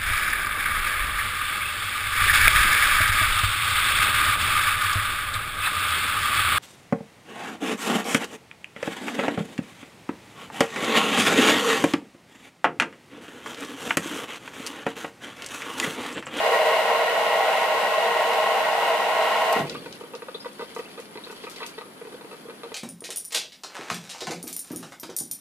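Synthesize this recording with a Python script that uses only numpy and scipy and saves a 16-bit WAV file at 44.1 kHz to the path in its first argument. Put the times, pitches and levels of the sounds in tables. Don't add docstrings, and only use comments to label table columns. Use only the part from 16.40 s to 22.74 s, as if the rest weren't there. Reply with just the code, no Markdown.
import sys
import numpy as np
from scipy import signal
from scipy.fft import rfft, irfft
from scipy.io import wavfile

SR = 44100
rng = np.random.default_rng(int(sys.argv[2]) if len(sys.argv) > 2 else 0)


def transcribe(u):
    v = np.clip(np.atleast_2d(u).T, -1, 1)
    q = np.round(v * 32767).astype(np.int16)
    wavfile.write(sys.argv[1], SR, q)


N = 279594
T = np.arange(N) / SR
HZ = np.fft.rfftfreq(8192, 1 / SR)
SNAP_S, GULP_S, SHUT_S = 3.126, 3.158, 3.176

# frequency in Hz, width in Hz, relative gain in dB.
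TANK_MODES = [(150, 30, -32), (205, 45, -24.5), (432, 40, -13), (465, 17, -1.3), (530, 39, -8.0),
              (597, 36, -10.4), (628, 31, 1.6), (670, 32, 0.2), (729, 13, -3.3), (770, 24, -1.9),
              (807, 27, -2.7), (844, 16, -4.8), (914, 29, -6.4), (950, 13, -1.3), (976, 29, -6.2),
              (1068, 53, -3.2), (1303, 49, -16.1), (1433, 176, -13.9), (1833, 39, -15.9), (1918, 38, -5.7),
              (2066, 36, -10.8), (2173, 70, -14.3), (2624, 44, -18.7), (2836, 147, -15.3),
              (2985, 54, -19.4), (3991, 125, -25.9)]
# frequency in Hz, relative gain in dB.
RUSH_SPECTRUM = [(70, -59), (130, -66), (330, -28.5), (420, -21.5), (900, -11.5), (1200, -22.5),
                 (2500, -20.5), (3300, -24.5), (4300, -29.5), (5600, -36.5), (14500, -42)]
ANTIRESONANCES_HZ = [590, 725, 852, 1000, 2314]
# frequency in Hz, gain in dB.
EMPTY_TANK_COLOUR = [(300, -1.5), (470, 2.5), (620, 1.5), (780, -1), (1750, -0.5), (1950, 0.9), (2300, 0)]
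# frequency in Hz, side-to-mid ratio in dB.
JET_WIDTH = [(60, 6), (330, -19), (1000, -9.5), (2340, -3.5), (5800, -0.5)]
# centre in seconds, extra level in dB.
JET_SLUGS = [(0.062, 1.5), (0.15, 2.5), (0.265, 1)]
# frequency in Hz, relative spectral density in dB.
ROOM_SPECTRUM = [(55, -43), (100, -16.5), (160, -5), (215, -0.5), (450, -0.5), (620, -7), (1200, -10),
                 (6000, -27), (8300, -26), (14500, -28.5)]
# frequency in Hz, width in Hz, relative gain in dB.
DRONE_PEAK = [(206.6, 9.2, 6)]
# frequency in Hz, side-to-mid ratio in dB.
ROOM_WIDTH = [(30, 12), (130, -9), (300, -9.5), (1400, 0.5), (2500, -0.5)]
# frequency in Hz, relative gain in dB.
GULP_SPECTRUM = [(25, -46), (60, -17), (100, -8), (145, 4), (230, 2.5), (360, 0.5), (520, 4), (900, -36)]
# frequency in Hz, width in Hz, relative gain in dB.
FLOOR_MODE = [(450, 30, 14.5)]
# start in seconds, peak in dB, pitch in Hz.
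LARGE_BUBBLES = [(3.157, -35, 215), (3.199, -32, 147.7)]
# time in seconds, level in dB.
TRICKLE_LEVELS = [(3.38, -47), (3.6, -56), (4.16, -53.5), (4.24, -48), (4.42, -51.5), (4.75, -55.5),
                  (5.07, -48), (5.24, -48), (5.5, -58), (6.34, -55.5)]
# frequency in Hz, relative gain in dB.
TRICKLE_SPECTRUM = [(300, -4), (600, 1), (1000, -7), (1700, -1), (3300, 5), (4900, 0.5), (6200, -10),
                    (14500, -11.5)]
# time in seconds, centre pitch in Hz.
WHISTLE_PITCH = [(3.35, 9800), (3.65, 10100), (4.02, 9760), (4.8, 10220), (5.79, 9900), (5.855, 9560),
                 (5.9, 10130)]
# start in seconds, level in dB.
HOSE_SPITS = [(3.192, -36), (3.6, -48), (4.13, -47), (4.348, -39), (4.383, -41), (4.599, -40), (4.912, -40),
              (5.0973, -36.5), (5.114, -39), (5.2634, -32)]
# start in seconds, floor thump level in dB, splash level in dB.
DROP_IMPACTS = [(3.251, -39, -44), (3.349, -35, -37), (3.46, -34.5, -41), (3.609, -33, -45),
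                (3.637, -37, -48.5), (3.736, -31.5, -40.5), (3.751, -32, -48), (3.821, -34, -41.5),
                (3.884, -31.5, -40), (3.947, -30.5, -45), (4.046, -49, -41.5), (4.057, -27.5, -37.5),
                (4.194, -30, -39.5), (4.21, -37, -36.5), (4.222, -29.5, -52), (4.364, -29, -36.5),
                (4.391, -27, -38.5), (4.577, -35, -42.5), (4.592, -32.5, -50), (4.755, -33.5, -44),
                (4.774, -37, -41), (4.866, -39, -46), (4.898, -35.5, -43.5), (4.926, -40, -47),
                (5.039, -32, -43), (5.069, -39, -40), (5.204, -40, -40), (5.219, -33.5, -39),
                (5.231, -44, -35.5), (5.38, -31.5, -39.5), (5.411, -43, -41), (5.614, -31.5, -49),
                (5.651, -35, -54), (5.671, -36, -49), (5.725, -39, -50), (5.742, -34.5, -55),
                (5.809, -40, -46.5), (5.846, -39, -51), (5.913, -41, -46), (5.927, -40, -48),
                (5.943, -38, -52), (6.053, -35, -63), (6.085, -33.5, -53), (6.098, -38, -43.5),
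                (6.234, -33.5, -40.5), (6.247, -36.5, -47), (6.26, -36, -54), (6.318, -35, -44)]
# mean frequency in Hz, width in Hz, mean relative gain in dB.
WALL_MODES = [(700, 250, 7), (946, 94, 22), (1206, 117, 20.5), (1520, 150, 14.5), (1990, 130, 14.5),
              (2355, 47, 13.5), (2570, 130, 14.5), (3800, 960, 6)]
# start in seconds, level in dB.
BUBBLE_POPS = [(3.2961, -27.5), (3.525, -34), (3.7503, -35.5), (5.1597, -37.5)]
# start in seconds, level in dB, pitch in Hz, rise in Hz/s.
AIR_SQUEAKS = [(3.354, -43, 2410, 9000), (3.943, -31.5, 3580, 12000), (4.001, -38, 5000, 8000),
               (4.452, -42, 2630, 12000), (4.836, -36, 3805, 40000), (5.064, -40, 2160, 25000),
               (5.223, -35.5, 2504, 8000)]
# frequency in Hz, left boost and equal right cut in dB.
TREBLE_BALANCE = [(2000, 0), (4000, 1.22)]


def amp(db):
    return 10 ** (np.asarray(db) / 20)


def unit(x):
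    return x / np.sqrt(np.mean(x ** 2) + 1e-20)


def spectrum(points):
    hz, db = np.transpose(points)
    return amp(np.interp(np.log(HZ + 1), np.log(hz), db))


def resonances(modes):
    power = sum(amp(2 * db) / (1 + 2 * ((HZ - hz) / width) ** 2) ** 2 for hz, width, db in modes)
    return np.sqrt(power) * HZ ** 2 / (HZ ** 2 + 150 ** 2)


def colour(x, gain):
    log_gain = np.log(np.maximum(gain, 1e-5))
    mirrored = np.concatenate([log_gain, log_gain[-2:0:-1]])
    response = np.exp(np.conj(signal.hilbert(mirrored)))
    taps = np.fft.ifft(response).real[:len(HZ)]
    return signal.oaconvolve(x, taps)[:N]


def curve(rows):
    return np.interp(T, *np.transpose(rows))


def ramp(start_s, length_s):
    return np.clip((T - start_s) / length_s, 0, 1)


def held(start_s, attack_s, hold_s, fall_db_per_s):
    return ramp(start_s, attack_s) * amp(-fall_db_per_s * np.maximum(T - start_s - hold_s, 0))


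def add(mix, start_s, sound):
    part = mix[max(round(start_s * SR), 0):][:len(sound)]
    part += sound[:len(part)]


def patter(per_s, spread_db):
    sizes = amp(spread_db * np.minimum(rng.exponential(1, N), 4))
    return unit(sizes * rng.choice([-1, 1], N) * (rng.random(N) < per_s / SR))


def wander(rate_hz):
    hz = np.fft.rfftfreq(N, 1 / SR)
    return unit(irfft(rfft(rng.standard_normal(N)) / (1 + (hz / rate_hz) ** 4), N))


def stereo(mid, side):
    return np.array([mid + side, mid - side])


def from_right(x, delay_samples=5):
    return np.array([np.pad(x, (delay_samples, 0))[:N], x])


def echoes(x, t60):
    t = np.arange(SR // 2) / SR
    arrivals = rng.choice([-1, 1], len(t)) * (rng.random(len(t)) < 3000 / SR)
    taps = arrivals * (t > .002) * amp(-60 * t / t60)
    return signal.oaconvolve(x, taps / np.linalg.norm(taps))[:N]


def in_room(x, wet_db, t60):
    return from_right(x) + amp(wet_db) * np.array([echoes(x, t60), echoes(x, t60)])


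def cracks(events, t60, low_hz, high_hz, snap_s, tail_db):
    out, t = np.zeros((2, N)), np.arange(SR // 5) / SR
    hz = np.fft.rfftfreq(len(t), 1 / SR)
    band = hz ** 4 / (hz ** 4 + low_hz ** 4) / (1 + (hz / high_hz) ** 4)
    envelope = (np.exp(-t / snap_s) + amp(tail_db - 60 * t / t60)) * (1 - np.exp(-t / 0.00078))
    for start_s, db in events:
        for channel in out:
            noise = rng.standard_normal(len(t))
            crackle = unit(irfft(rfft(noise * abs(noise)) * band, len(t)))
            add(channel, start_s, amp(db) * envelope * crackle)
    return out


def water_jet(db=-21, ease_db_per_s=0.33, fall_db_per_s=215, slug_half_s=0.028):
    notches = [1 - .5 * np.exp(-((HZ / hz - 1) / 0.0048) ** 2) for hz in ANTIRESONANCES_HZ]
    tank = np.hypot(spectrum(RUSH_SPECTRUM), resonances(TANK_MODES)) * np.prod(notches, axis=0)
    heavy_share = 0.54 / (1 + (HZ / 1100) ** 2)
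    drops = patter(per_s=380, spread_db=-4)
    spray = patter(per_s=7000, spread_db=-1) * amp(.5 * wander(rate_hz=5))
    drumming = colour(drops, tank * np.sqrt(heavy_share)) + colour(spray, tank * np.sqrt(1 - heavy_share))
    fill = ramp(0, SHUT_S)
    empty = spectrum(EMPTY_TANK_COLOUR)
    mid = (1 - fill) * colour(drumming, empty) + fill * colour(drumming, 1 / empty)
    side = colour(rng.standard_normal(N), tank * spectrum(JET_WIDTH))
    slugs_db = sum(extra_db * np.exp(-((T - s) / slug_half_s) ** 2) for s, extra_db in JET_SLUGS)
    softening_db = ease_db_per_s * T
    emptying_db = fall_db_per_s * np.maximum(T - SHUT_S - .012, 0)
    return stereo(mid, side) / mid.std() * amp(db + slugs_db - softening_db - emptying_db)


def workshop(db=-47.5):
    drone = np.hypot(spectrum(ROOM_SPECTRUM), resonances(DRONE_PEAK))
    mid = colour(rng.standard_normal(N), drone)
    side = colour(rng.standard_normal(N), drone * spectrum(ROOM_WIDTH))
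    return amp(db) * stereo(mid, side) / mid.std()


def valve_snap(db=-27):
    return cracks([(SNAP_S, db)], t60=0.057, low_hz=3030, high_hz=17000, snap_s=0.0039, tail_db=-8)


def gulp(burst_db=-24, churn_db=-40, glug_t60=0.094):
    def bubbling(gain):
        mid = colour(patter(per_s=330, spread_db=-4), gain)
        side = amp(-15) * colour(rng.standard_normal(N), gain)
        return stereo(mid, side) / mid.std()
    burst = amp(burst_db) * held(GULP_S, attack_s=0.0061, hold_s=0.031, fall_db_per_s=160)
    churn = amp(churn_db) * held(GULP_S, attack_s=0.036, hold_s=0.24, fall_db_per_s=65)
    glugs = sum(amp(db) * held(s, 1 / hz, 6 / hz, 60 / glug_t60) * np.sin(2 * np.pi * hz * (T - s))
                for s, db, hz in LARGE_BUBBLES)
    water = spectrum(GULP_SPECTRUM)
    water_and_floor = np.hypot(water, resonances(FLOOR_MODE))
    return burst * bubbling(water_and_floor) + churn * bubbling(water) + glugs


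def trickle(bubble_sizes=28):
    bubbles, t = np.zeros(N), np.arange(SR // 20) / SR
    for hz in np.geomspace(1300, 7000, bubble_sizes):
        envelope = np.exp(-hz * t / 10) * (1 - np.exp(-t / 0.00068))
        ring = envelope * np.sin(2 * np.pi * hz * t * (1 + 3 * t))
        bubbles += signal.oaconvolve(patter(per_s=12, spread_db=3.5), ring)[:N]
    crackle = patter(per_s=700, spread_db=4) * amp(2 * wander(rate_hz=14))
    water = unit(colour(crackle + amp(-7.5) * unit(bubbles), spectrum(TRICKLE_SPECTRUM)))
    flow = amp(curve(TRICKLE_LEVELS)) * ramp(SHUT_S, length_s=.1)
    return in_room(water * flow, wet_db=-1, t60=.1)


def valve_whistle(width_hz=200, db=-60, lean_left_db=2.5):
    flutter_hz = 75 * wander(rate_hz=70)
    sway_hz = 38 * wander(rate_hz=7.3)
    phase = 2 * np.pi * np.cumsum(curve(WHISTLE_PITCH) + flutter_hz + sway_hz) / SR
    bands = np.array([unit(wander(width_hz) * np.cos(phase) + wander(width_hz) * np.sin(phase))
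                      for _ in range(2)])
    return bands * amp([[db + lean_left_db], [db - lean_left_db]]) * ramp(SHUT_S, length_s=0.059)


def hose_spits():
    return cracks(HOSE_SPITS, t60=0.19, low_hz=1770, high_hz=11700, snap_s=0.0012, tail_db=-6.5)


def drips(floor_hz=472, sag_hz_per_s=6, rise_s=0.0008, swing_s=0.014, splash_s=0.0061, slap_share=0.37):
    floor, walls, t = np.zeros(N), np.zeros(N), np.arange(SR // 16) / SR
    small_count, small_thump_db, small_splash_db = 16, -46.5, -60
    small_drops = [(s, small_thump_db, small_splash_db) for s in rng.uniform(SHUT_S, T[-1], small_count)]
    drops = list(DROP_IMPACTS) + small_drops
    spots = rng.uniform(-1, 1, (len(drops), len(WALL_MODES), 2))
    slosh = 1 + .09 * wander(rate_hz=200)
    for (start_s, thump_db, splash_db), spot in zip(drops, spots):
        swing_hz = floor_hz - sag_hz_per_s * (start_s - SHUT_S)
        cycles = np.cumsum(swing_hz * np.roll(slosh, -round(start_s * SR))[:len(t)]) / SR
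        envelope = (1 - np.exp(-t / rise_s)) * np.exp(-(t / swing_s) ** 4)
        add(floor, start_s, amp(thump_db) * envelope * np.sin(2 * np.pi * cycles))
        length_s = splash_s * amp(0.32 * (splash_db - small_splash_db))
        slaps = np.exp(-(cycles % 1) / slap_share) * (1 + np.exp(-t / rise_s))
        noise = rng.standard_normal(len(t))
        splash = noise * slaps * np.exp(-(t / length_s) ** 4)
        stray_droplets = 0.012 * noise[::-1] ** 3 * np.exp(-t / 0.07)
        modes = [(hz * (1 + .025 * detune), width, db + 4.5 * strength)
                 for (hz, width, db), (detune, strength) in zip(WALL_MODES, spot)]
        rattle = colour(splash + stray_droplets, resonances(modes))
        add(walls, start_s, amp(splash_db) * rattle / rattle[:SR // 50].std())
    thumps = from_right(floor + amp(-12) * echoes(floor, t60=0.22))
    return thumps + in_room(walls, wet_db=-6.5, t60=0.19)


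def bubble_pops():
    return cracks(BUBBLE_POPS, t60=0.17, low_hz=2840, high_hz=4800, snap_s=0.0022, tail_db=-9)


def air_squeaks(length_s=0.018, wobble_hz=150, attack_s=0.0017):
    out, t = np.zeros(N), np.arange(SR // 10) / SR
    wobble = wobble_hz * wander(rate_hz=130)
    envelope = np.exp(-(t / length_s) ** 4) * (1 - np.exp(-t / attack_s))
    for start_s, db, hz, rise_hz_per_s in AIR_SQUEAKS:
        pitch_hz = hz + rise_hz_per_s * t + wobble[round(start_s * SR):][:len(t)]
        tone = np.sin(2 * np.pi * np.cumsum(pitch_hz) / SR)
        add(out, start_s, amp(db) * envelope * tone)
    return in_room(out, wet_db=-7, t60=0.27)


def scene():
    filling = water_jet() + valve_snap() + gulp()
    settling = drips() + bubble_pops() + air_squeaks() + hose_spits() + trickle()
    return filling + settling + valve_whistle() + workshop()


def record(dry, cutoff_hz=14550):
    tilt = spectrum(TREBLE_BALANCE)
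    heard = np.array([colour(dry[0], tilt), colour(dry[1], 1 / tilt)])
    lowpass = signal.firwin(401, cutoff_hz, window=("kaiser", 8), fs=SR)
    return signal.oaconvolve(heard, lowpass[None], "same")


dry = scene()
out = record(dry)
transcribe(out)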